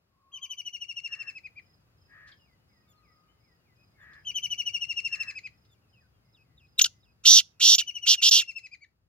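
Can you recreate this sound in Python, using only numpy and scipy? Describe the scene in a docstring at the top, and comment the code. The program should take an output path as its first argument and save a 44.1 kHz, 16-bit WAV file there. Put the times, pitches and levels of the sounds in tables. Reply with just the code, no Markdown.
"""Two francolins in a field

Close by in a wicker cage, one francolin squeaks and rasps: a whistle trilled some 280 times a second.
Off to the left its rival gives three runs of falling pips, each pip a whistle whose pitch collapses.
Behind them a crow caws hoarsely, a small warbler repeats short falling notes, and faint birds glide and hoot.
Shaped noise makes a light wind rumble and a distant wash. Table levels are at the source, before echoes."""
import sys
import numpy as np
from scipy import signal
from scipy.fft import rfft, irfft
from scipy.io import wavfile

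SR = 44100
rng = np.random.default_rng(int(sys.argv[2]) if len(sys.argv) > 2 else 0)


def master_out(mix):
    """Clip the mix to full scale and print it as 16-bit PCM to the path in sys.argv[1]."""
    frames = np.transpose(np.atleast_2d(mix))
    ceiling = np.clip(frames, -1, 1)
    pcm = np.round(ceiling * 32767).astype(np.int16)
    wavfile.write(sys.argv[1], SR, pcm)


N = 400428
TIME, BINS = np.arange(N) / SR, np.fft.rfftfreq(N, 1 / SR)  # sample times [s], spectrum frequencies [Hz]


def amp(db):
    """Decibels to gain."""
    return 10 ** (np.asarray(db) / 20)


def unit(x):
    """Scales a sound to rms 1."""
    return x / np.sqrt(np.mean(x ** 2) + 1e-20)


def read(points, hz):
    """Reads a spectrum table at the given frequencies, along a log-frequency axis."""
    f, value = np.transpose(points)
    return np.interp(np.log(hz + 1), np.log(f + 1), value)


def follow(rows):
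    """Sample times over a table's span, then each further column joined by straight lines."""
    s, *columns = np.transpose(rows)
    t = np.arange(s[0], s[-1], 1 / SR)
    return [t] + [np.interp(t, s, column) for column in columns]


def add(mix, s, sound):
    """Mixes a sound in at s seconds."""
    part = mix[max(round(s * SR), 0):][:len(sound)]
    part += sound[:len(part)]


def sine(hz):
    """A pure tone that follows a moving pitch."""
    return np.sin(2 * np.pi * np.cumsum(hz) / SR)


def wander(t, per_s):
    """A smooth random drift, one value for each t; a larger per_s makes it quicker."""
    size = 2 ** 15
    smoothing = 1 + (np.fft.rfftfreq(size, 1 / SR) / per_s) ** 2
    drift = unit(irfft(rfft(rng.standard_normal(size)) / smoothing))
    return drift[np.arange(len(t)) % size]


def syrinx(hz, slope_db, shrill_db=0):
    """Voice box: harmonics of a moving pitch, changing by slope_db an octave; shrill_db acts above the second."""
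    phase = 2 * np.pi * np.cumsum(hz) / SR
    voice = 0
    for k in range(1, 9):
        level_db = slope_db * np.log2(k) + shrill_db * np.clip(k / 2 - 1, 0, 1)
        voice = voice + amp(level_db) * (k * hz < SR / 2) * np.sin(k * phase)
    return voice


# squeaks, where a call over-tightens into a thin whistle and chokes:
# (time [s], length [s], level [dB])
SQUEAK_ROWS = [(6.8175, .0246, -11.5), (7.7545, .027, -22), (8.293, .017, -23)]
SQUEAK_HZ, PINCH_S = 6740, .003  # pitch, time to pinch shut or open
CHOKE_S, CHOKE_DB = .015, -22  # time and depth of the choke
CREAK_HZ, CREAK_DB, CREAK_S = 1350, -20, .004  # slack voice: pitch, relative level, time it lingers around a call
ARCH, SWING_HZ = .16, 1420  # share by which pitch sags at both ends of a call; widest swing of the trill


def rasp_course(start, length, db, top_hz, tighten, slacken, rate, hurry):
    """Tension rises and falls; pitch, level, swing and trill speed follow it, unless a squeak takes over."""
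    t = np.arange(start - CREAK_S, start + length + CREAK_S, 1 / SR)
    u = np.clip((t - start) / length, 0, 1)
    tightening = 1 - np.exp(-u * length / tighten)
    slackening = 1 - np.exp(-(1 - u) * length / slacken)
    tension = tightening * slackening
    arched_hz = top_hz * (1 - ARCH * (2 * u - 1) ** 2)
    hz = CREAK_HZ + (arched_hz - CREAK_HZ) * tension
    swing_hz = SWING_HZ * np.interp(hz, [CREAK_HZ, 4400], [0, 1])
    outside_s = abs(t - start - u * length)
    level_db = db + CREAK_DB * (1 - tension) - 18 * outside_s / CREAK_S
    rates = rate * (1 + hurry * np.minimum(1 - hz / top_hz, .35))
    for s, held, squeak_db in SQUEAK_ROWS:
        pinch = np.clip(np.minimum(t - s, s + held - t) / PINCH_S + .5, 0, 1)
        choked_db = squeak_db + CHOKE_DB * np.clip((t - s) / CHOKE_S, 0, 1) ** 2
        hz = hz + pinch * (SQUEAK_HZ - hz)
        swing_hz = swing_hz * (1 - pinch)
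        level_db = level_db + pinch * (choked_db - level_db)
    return t, level_db, hz, swing_hz, rates


# harsh calls: (time [s], length [s], level [dB], pitch aimed at [Hz], tightening [s], slackening [s],
# trill when tight [cycles per s], hurry of the trill when slack [share])
RASP_ROWS = [(6.8112, .0393, -7, 4700, .0018, .003, 290, .5), (6.854, .014, -17, 1550, .002, .005, 290, .5),
             (7.237, .017, -39, 1400, .002, .002, 290, .5),
             (7.2505, .158, -11.2, 4900, .004, .008, 288, .05),
             (7.6005, .216, -13.4, 4620, .012, .014, 285, .8),
             (8.062, .092, -13, 4500, .009, .009, 252, .9),
             (8.2175, .206, -13.4, 4400, .007, .018, 260, .9)]
# untrilled chip that opens the outburst and collapses: (time [s], level [dB], pitch [Hz])
CHIP_COURSE = [(6.779, -45, 3700), (6.788, -14, 4000), (6.793, -14, 3600), (6.796, -10.5, 2400),
               (6.801, -25, 1450), (6.811, -36, 1350)]


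def rasps(slope_db=-9, jitter=.026, rough=0.03, slack_rough=.06, flutter_db=1.0, puff_db=-22, breath_db=-34):
    """A slow membrane swings the whistle's pitch up and down; at low tension the voice turns ragged."""
    out = np.zeros(N)
    chip = (*follow(CHIP_COURSE), 0, 0)  # no swing, no trill
    for t, db, centre_hz, swing_hz, rate in [chip] + [rasp_course(*row) for row in RASP_ROWS]:
        trilling = swing_hz / SWING_HZ
        creak = np.interp(centre_hz, [1500, 3000], [1, 0])  # slack membranes slap shut: strong overtones
        slack = np.interp(centre_hz, [3300, 4500], [1, 0]) * np.maximum(trilling, creak)
        uneven_rate = rate * (1 + jitter * (1 + 2 * slack) * wander(t, 200))
        cycle = 2 * np.pi * np.cumsum(uneven_rate) / SR
        swing = np.sin(cycle + 0.23 * np.sin(cycle))  # the pitch rises faster than it falls
        shake = (0.0045 + rough * trilling + slack_rough * slack) * wander(t, 920)
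        hz = (centre_hz + swing_hz * swing) * (1 + shake)
        # while it trills, the whistle cannot drop under the windpipe's first resonance
        hz = np.maximum(hz, 2880 * np.minimum(1.4 * trilling, 1))
        beat_db = flutter_db * trilling * wander(t, 400) - 2 * trilling * np.cos(cycle)
        voice = syrinx(hz, slope_db + 5 * creak) * amp(beat_db)
        # each swing also lets out a weak puff of air, and the flow hisses
        gusts = signal.lfilter([.6], [1, -.9], rng.standard_normal(len(t)))
        puffs = trilling * np.cos(cycle) + (1 + trilling * np.cos(cycle)) * gusts
        flow = signal.lfilter([1], [1, -.6], rng.standard_normal(len(t)))
        add(out, t[0], amp(db) * (voice + amp(puff_db) * puffs + amp(breath_db) * flow))
    return out


# low two-part whines: (time [s], level [dB])
WHINE_ROWS = [(6.336, -62.5), (6.568, -61), (7.022, -69), (7.495, -78)]
# course of a whine: (time from its start [s], pitch [Hz], added level [dB])
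WHINE_COURSE = [(0, 3866, -21), (.01, 3850, 4), (.028, 3404, -5.5), (.036, 2827, -6.5), (.055, 2560, 4),
                (.09, 2500, 9), (.115, 2566, -18)]


def whines():
    """A short upper note steps down to a held lower one."""
    out = np.zeros(N)
    for s, db in WHINE_ROWS:
        t, hz, shape_db = follow(WHINE_COURSE)
        add(out, s, amp(db + shape_db) * syrinx(hz * (1 + 0.013 * wander(t, 300)), slope_db=-19.5))
    return out


# course of a pip, before stretching: (time from the collapse [s], pitch factor [ratio], added level [dB])
PIP_COURSE = [(-.046, 0.67, -31.5), (-.039, 1.07, -14), (-.026, 1.04, 3), (-.017, 1.012, 4.2),
              (-.004, .978, 2.2), (-.0005, .84, -6.5), (.002, .79, -1), (.008, .77, -6),
              (0.012, .68, -25.5)]
# the same columns for the tired, arched pips that end a run
LAST_PIP_COURSE = [(-.042, 0.78, -22), (-.034, .92, -9), (-.022, 1.01, 1.5), (-.013, 1.005, 7),
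                   (-.005, .99, 9.5), (.002, .89, 4.5), (.007, .83, 7), (0.015, .77, -15.5),
                   (0.025, 0.88, -20.5)]


def pips(rows, slope_db, rough, tail_db=-3.5, waver_db=1.28, hiss_db=-15, burst_db=7):
    """Each pip sags in pitch, then collapses roughly to a lower register; the lowest ones are arched."""
    out, previous = np.zeros(N), -np.inf
    for s, db, hz, overtone_db in rows:
        tired = np.interp(hz, [2500, 2750], [1, 0])
        course = tired * np.array(LAST_PIP_COURSE) + (1 - tired) * np.array(PIP_COURSE)
        # high pips and those after a rest are drawn out
        rested = np.interp(s - previous, [.25, 1], [1, 1.36])
        stretch = rested * np.interp(hz, [2880, 3000], [1, 1.12])
        t, bend, shape_db = follow(course * [stretch, 1, 1])
        broken = np.interp(bend, [.85, .97], [1, 0])
        shake = (0.0007 + rough * broken) * wander(t, 620)
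        # overtones come in only once the note is under way; the highest pips are the most strained
        onset_db = np.interp(t, [-.04, -.028], [-5, 0])
        bright_db = slope_db + overtone_db + tail_db * broken + onset_db
        shrill_db = np.interp(hz, [2700, 2980], [-3, 13]) * (1 - broken) + 3 * broken
        note = syrinx(hz * bend * (1 + shake), bright_db, shrill_db)
        # the air hisses faintly, more so as the pitch gives way
        hiss = signal.lfilter([.9], [1, -.15], rng.standard_normal(len(t)))
        note += amp(hiss_db + overtone_db + burst_db * broken) * hiss
        add(out, s + t[0], amp(db + shape_db + waver_db * wander(t, 63)) * note)
        previous = s
    return out


# faint peeps: (time of the collapse [s], level [dB], pitch [Hz], overtone slope [dB per octave])
PEEP_ROWS = [(2.93, -75, 3470, -2.5), (4.05, -77, 3430, -6), (5.745, -73, 3500, -8)]


def peeps():
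    """The caged bird's faint peeps break in pitch just as pips do."""
    return pips(PEEP_ROWS, slope_db=0, rough=0.024)


# course that all runs share, before its ends are pulled toward each run's own pitches:
# (pip number [count], pitch [Hz], added level [dB], overtone slope [dB per octave])
RUN_COURSE = [(0, 2995, -3.5, -19.5), (1, 3010, .5, -18), (3, 2905, 0, -17.5), (7, 2770, -.7, -16),
              (10, 2708, .7, -15.5), (12, 2655, -.5, -15.5), (15, 2430, -3.8, -28)]
PIP_COUNT = 16
SETTLE_PIPS, TIRE_PIPS, SLOW_PIPS = 2.5, 1.1, .62  # pips over which a run finds its pitch, tires, and slows


def run_of_pips(start, spacing, delay, db, swell_db, first_hz, last_hz, last_overtone_db):
    """Evenly spaced pips sink in pitch and the last come late: rows of time, level, pitch, overtone slope."""
    k = np.arange(PIP_COUNT)
    number, *columns = np.transpose(RUN_COURSE)
    hz, shape_db, overtone_db = (np.interp(k, number, c) for c in columns)
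    left = k[::-1]  # pips still to come
    fresh, tired = np.exp(-k / SETTLE_PIPS), np.exp(-left / TIRE_PIPS)
    times = start + spacing * k + delay * np.exp(-left / SLOW_PIPS)
    levels = db + swell_db * k + shape_db
    pitches = hz + (first_hz - hz[0]) * fresh + (last_hz - hz[-1]) * tired
    return np.transpose([times, levels, pitches, overtone_db + last_overtone_db * np.sqrt(tired)])


# runs of pips: (time of the first collapse before any delay [s], spacing [s], delay of the last [s],
# level [dB], swell [dB per pip], pull of the first pip to a pitch [Hz], pull of the last to a pitch [Hz],
# overtone slope added to the last [dB per octave])
RUN_ROWS = [(.3825, .0768, .057, -38.2, .17, 3045, 2422, -9),
            (4.311, .0766, .009, -29.1, -.07, 2965, 2520, 4),
            (7.679, .0758, .026, -33.6, -.33, 2940, 2270, 1)]


def rival_pips():
    """The rival's voice: all its runs of pips in turn."""
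    return pips(np.vstack([run_of_pips(*row) for row in RUN_ROWS]), slope_db=4, rough=0.035)


# windpipe and open beak: (frequency [Hz], level [dB])
THROAT_SPECTRUM = [(120, -41), (200, -25), (450, -26), (1000, -24.5), (1400, -16), (1900, -17.5),
                   (2350, -13.5), (2750, 1), (3200, -1.8), (4200, -2.5), (5100, -3), (5900, 3.5), (6800, 0),
                   (8400, -13.5), (10300, -9), (12000, -11.5), (14000, -9), (15800, -16)]


def throat(x, ring_hz=6750, width_hz=260, ring_db=-3):
    """Windpipe and beak colour the voice; a narrow resonance rings on when a harmonic sweeps through it."""
    x = irfft(rfft(x) * amp(read(THROAT_SPECTRUM, BINS)), N)
    return x + amp(ring_db) * signal.lfilter(*signal.iirpeak(ring_hz, ring_hz / width_hz, SR), x)


# echoes of the cage floor, hoops and ground: (delay [ms], gain before the bounce setting [ratio])
ECHO_ROWS = [(.86, 0.16), (1.68, 0.077), (2.15, 0.28), (2.9, 0.13), (3.47, 0.22), (9.5, 0.07), (16, .05)]


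def cage(x, bounce, scatter_db):
    """A few distinct echoes, plus a fine scatter off the wicker that differs for each port."""
    echoes = sum(gain * np.exp(-2j * np.pi * BINS * ms / 1000) for ms, gain in ECHO_ROWS)
    t = np.arange(SR // 60) / SR
    wicker = rng.standard_normal((2, len(t))) * np.exp(-t / 0.0017) * (t > .0004)
    wicker *= amp(scatter_db) / np.linalg.norm(wicker[0])
    scatter = rfft(wicker, N) * np.minimum(BINS / 5000, 2)  # stronger at high pitch
    return irfft(rfft(x) * (1 + bounce * echoes + scatter), N)


# soft whistles between calls: (time [s], length [s], level [dB], start pitch [Hz], end pitch [Hz])
MURMUR_ROWS = [(2.314, 0.017, -56, 5200, 3180), (2.385, 0.07, -70, 3000, 2810),
               (2.44, .13, -74.5, 2600, 1990), (2.686, 0.16, -76, 2330, 1880),
               (2.956, 0.054, -76, 4400, 4120), (3.02, 0.13, -72, 2600, 1947),
               (3.275, 0.06, -73.5, 2920, 3040), (3.425, .15, -75.5, 2470, 1900),
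               (3.646, 0.11, -74.5, 2550, 1980), (3.76, 0.086, -72.5, 2450, 2530),
               (3.943, 0.079, -72, 2250, 2080), (5.92, 0.09, -68, 3150, 2500),
               (5.997, 0.079, -74, 2000, 1500)]


def murmurs():
    """Thin whistles that slide toward a final pitch and level out."""
    out = np.zeros(N)
    for s, length, db, start_hz, end_hz in MURMUR_ROWS:
        u = np.arange(0, 1, 1 / (length * SR))
        slide_hz = end_hz + (start_hz - end_hz) * np.exp(-(u / 0.36) ** 2)
        whistle = sine(slide_hz * (1 + .006 * wander(u, 450)))
        add(out, s, amp(db) * signal.windows.tukey(len(u), .4) * whistle)
    return out


# scuffs of the feet on the cage floor: (time [s], length [s], level [dB])
SCUFF_ROWS = [(2.265, 0.036, -65), (4.13, 0.012, -66), (5.637, 0.03, -78), (6.665, 0.0088, -79)]


def scuffs():
    """Short bursts of spiky noise, kept to a middle band."""
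    out = np.zeros(N)
    band = signal.butter(2, [2800, 5500], "band", fs=SR, output="sos")
    for s, length, db in SCUFF_ROWS:
        grit = rng.standard_normal(round(length * SR)) ** 3
        add(out, s, amp(db) * unit(signal.sosfilt(band, grit * np.hanning(len(grit)))))
    return out


# crow: (time [s], length [s], level [dB])
CAW_ROWS = [(1.052, 0.31, -57), (2.068, 0.31, -56), (3.96, .29, -55.5), (5.076, 0.3, -53.5)]


def crow(pitch_hz=590, throb_hz=73, beak_hz=1750, width_hz=430):
    """A hoarse, throbbing stack of harmonics under one throat resonance."""
    out = np.zeros(N)
    for s, length, db in CAW_ROWS:
        u = np.arange(0, 1, 1 / (length * SR))
        throb = np.sin(2 * np.pi * throb_hz * length * u + .25 * wander(u, 30))
        hz = pitch_hz * (1 - .3 * (u - .42) ** 2) * (1 + 0.073 * throb + 0.045 * wander(u, 630))
        phase = 2 * np.pi * np.cumsum(hz) / SR
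        caw = sum(np.sin(k * phase) / (1 + ((k * hz - beak_hz) / width_hz * 2) ** 2) for k in range(1, 9))
        add(out, s, amp(db) * unit(caw * amp(2 * throb)) * signal.windows.tukey(len(u), .55))
    return out


def phrase(start, db, count=6, gap=.0375, top_hz=5170, fall_hz=430, sink=.0028, fade_db=1.1, uneven_db=2):
    """A string of short falling notes that swell, sink and fade: gives (time, sound) for each."""
    u = np.linspace(0, 1, 1200)
    for k in range(count):
        hz = (top_hz - fall_hz * u ** 2) * (1 - sink * (k - 1) ** 2 + .006 * rng.standard_normal())
        note_db = db - fade_db * (k - 1.7) ** 2 + uneven_db * rng.standard_normal()
        yield start + k * gap, amp(note_db) * np.sin(np.pi * u) * sine(hz)


PHRASE_START_S, PHRASE_EVERY_S = 1.616, .3562  # the warbler's steady beat
PHRASE_DB, PHRASE_FADE_DB = -68.5, -.28  # level of the first phrase; change from one phrase to the next


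def warbler(count=16):
    """One phrase repeated on a steady beat, slowly fading."""
    out = np.zeros(N)
    for k in range(count):
        for s, note in phrase(PHRASE_START_S + k * PHRASE_EVERY_S, PHRASE_DB + k * PHRASE_FADE_DB):
            add(out, s, note)
    return out


# far drawn-out hoots: (time [s], length [s], level [dB], pitch [Hz])
HOOT_ROWS = [(0.04, 0.62, -67.5, 1099), (2.701, 0.8, -71, 1236)]


def hoots():
    """Faint wavering hoots from far off, each a pure tone that swells and fades."""
    out = np.zeros(N)
    for s, length, db, hz in HOOT_ROWS:
        u = np.arange(0, 1, 1 / (length * SR))
        add(out, s, amp(db) * np.hanning(len(u)) * sine(hz * (1 + 0.034 * wander(u, 120))))
    return out


def chorus(level_db=-80.5, count=70):
    """Many far birds: faint downward glides at random pitches and moments."""
    out = np.zeros(N)
    for when, pitch, length, glide in rng.random((count, 4)):
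        u = np.arange(0, 1, 1 / ((0.027 + 0.14 * length) * SR))
        hz = 2100 * 2 ** (.9 * pitch ** 2 + (-.1 - 0.14 * glide) * u)
        add(out, 1.4 + 5.8 * when, amp(level_db - 4 * pitch) * np.hanning(len(u)) * sine(hz))
    return out


# colour of the air noise: (frequency [Hz], relative level per Hz [dB])
AIR_SPECTRUM = [(15, -58.5), (25, -31), (38, -20), (52, -3), (110, 1), (246, -12.5), (1020, -21),
                (1240, -19), (2300, -26.5), (2560, -23), (3200, -29), (4260, -28), (5010, -25.5),
                (5730, -34), (6920, -33), (7500, -39.5), (15500, -38)]
# left-right likeness of the air noise: (frequency [Hz], correlation [-1 to 1])
AIR_LIKENESS = [(60, 0.91), (180, 0.86), (550, 0.2), (1650, -0.3), (4970, -0.78), (15000, 0.76)]
# strength of the wind rumble: (time [s], level [dB])
WIND_LEVELS = [(0.0, -78), (2.02, -67), (3.44, -71), (4.32, -64), (6.17, -69), (6.75, -65), (9.03, -76),
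               (9.08, -70)]
# strength of the distant wash, before wash_db: (time [s], level [dB])
WASH_LEVELS = [(.8, -76), (1.3, -70), (3.5, -71.5), (4.8, -67.5), (5.8, -71.5), (8.5, -75), (9.08, -82)]


def air(wash_db):
    """Gusty rumble below, a smooth distant wash above, both partly shared by the two ports."""
    a, b = rfft(rng.standard_normal((2, N)))
    same = np.clip(read(AIR_LIKENESS, BINS), -1, 1)
    noise = np.array([a, same * a + np.sqrt(1 - same ** 2) * b]) * amp(read(AIR_SPECTRUM, BINS))
    low = 1 / (1 + (BINS / 250) ** 4)
    wind = unit(irfft(noise * low, N)) * amp(np.interp(TIME, *np.transpose(WIND_LEVELS)))
    wash = unit(irfft(noise * (1 - low), N)) * amp(wash_db + np.interp(TIME, *np.transpose(WASH_LEVELS)))
    return (wind + wash) * amp([[1], [-1]])  # a little stronger on the left


# slow part of the field's dying away: (frequency [Hz], time to fall by 60 dB [s])
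FIELD_DECAY = [(500, .25), (2700, 0.21), (6000, 0.24), (14000, 0.17)]


def field(x, wet_db):
    """Scatter from stubble and bushes: sparse taps, each band dying at its own speed."""
    taps = rng.standard_normal((2, SR // 2)) * (rng.random((2, SR // 2)) < .08)
    taps[:, :SR // 250] = 0  # nothing returns in the first 4 ms
    hz, t, z = signal.stft(taps, SR, nperseg=256)
    decay = amp(-60 * t / read(FIELD_DECAY, hz)[:, None]) + 1.9 * amp(-60 * t / 0.044)  # slow and quick parts
    tail = signal.istft(z * decay, SR, nperseg=256)[1]
    return amp(wet_db) * signal.fftconvolve(x[None], tail / np.linalg.norm(tail[0]), axes=1)[:, :N]


def place(x, left_db, lead_ms, wet_db):
    """A source reaches the left port first, then the field answers; left_db is left minus right."""
    ports = irfft(rfft(x) * np.exp(-2j * np.pi * BINS * np.array([[0], [lead_ms]]) / 1000), N)
    return (ports + field(ports[0], wet_db)) * amp(np.array([[.5], [-.5]]) * left_db)


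# balance of the caged bird as it turns: (time [s], left minus right [dB])
FACING_COURSE = [(4, 3), (6.8, 1.5), (7.3, -3.5), (8.3, -2.5)]


def scene():
    """The caged francolin rasps close by as it turns; its rival pips from the left; the field sounds behind."""
    caged = cage(throat(rasps() + peeps() + whines()), bounce=1.29, scatter_db=-9)
    rival = cage(throat(rival_pips()), bounce=.3, scatter_db=-18.5)
    facing_db = np.interp(TIME, *np.transpose(FACING_COURSE))
    mix = place(caged, facing_db, lead_ms=0.052, wet_db=-27.5)
    mix += place(rival, left_db=4, lead_ms=0.045, wet_db=-10)
    mix += place(murmurs() + scuffs() + chorus(), left_db=3, lead_ms=0.065, wet_db=-1.5)
    mix += place(crow() + hoots(), left_db=3, lead_ms=0.12, wet_db=-6)
    mix += place(warbler(), left_db=-4.5, lead_ms=0.018, wet_db=-6.5)
    return mix + air(wash_db=-1.6)


EDGE_HZ = 15900  # upper edge of the recorder's band


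def record(dry):
    """The recorder's band limit: a steep low-pass filter."""
    lowpass = signal.firwin(511, EDGE_HZ, window=("kaiser", 9), fs=SR)
    return signal.oaconvolve(dry, lowpass[None], "same")


dry = scene()
out = record(dry)
master_out(out)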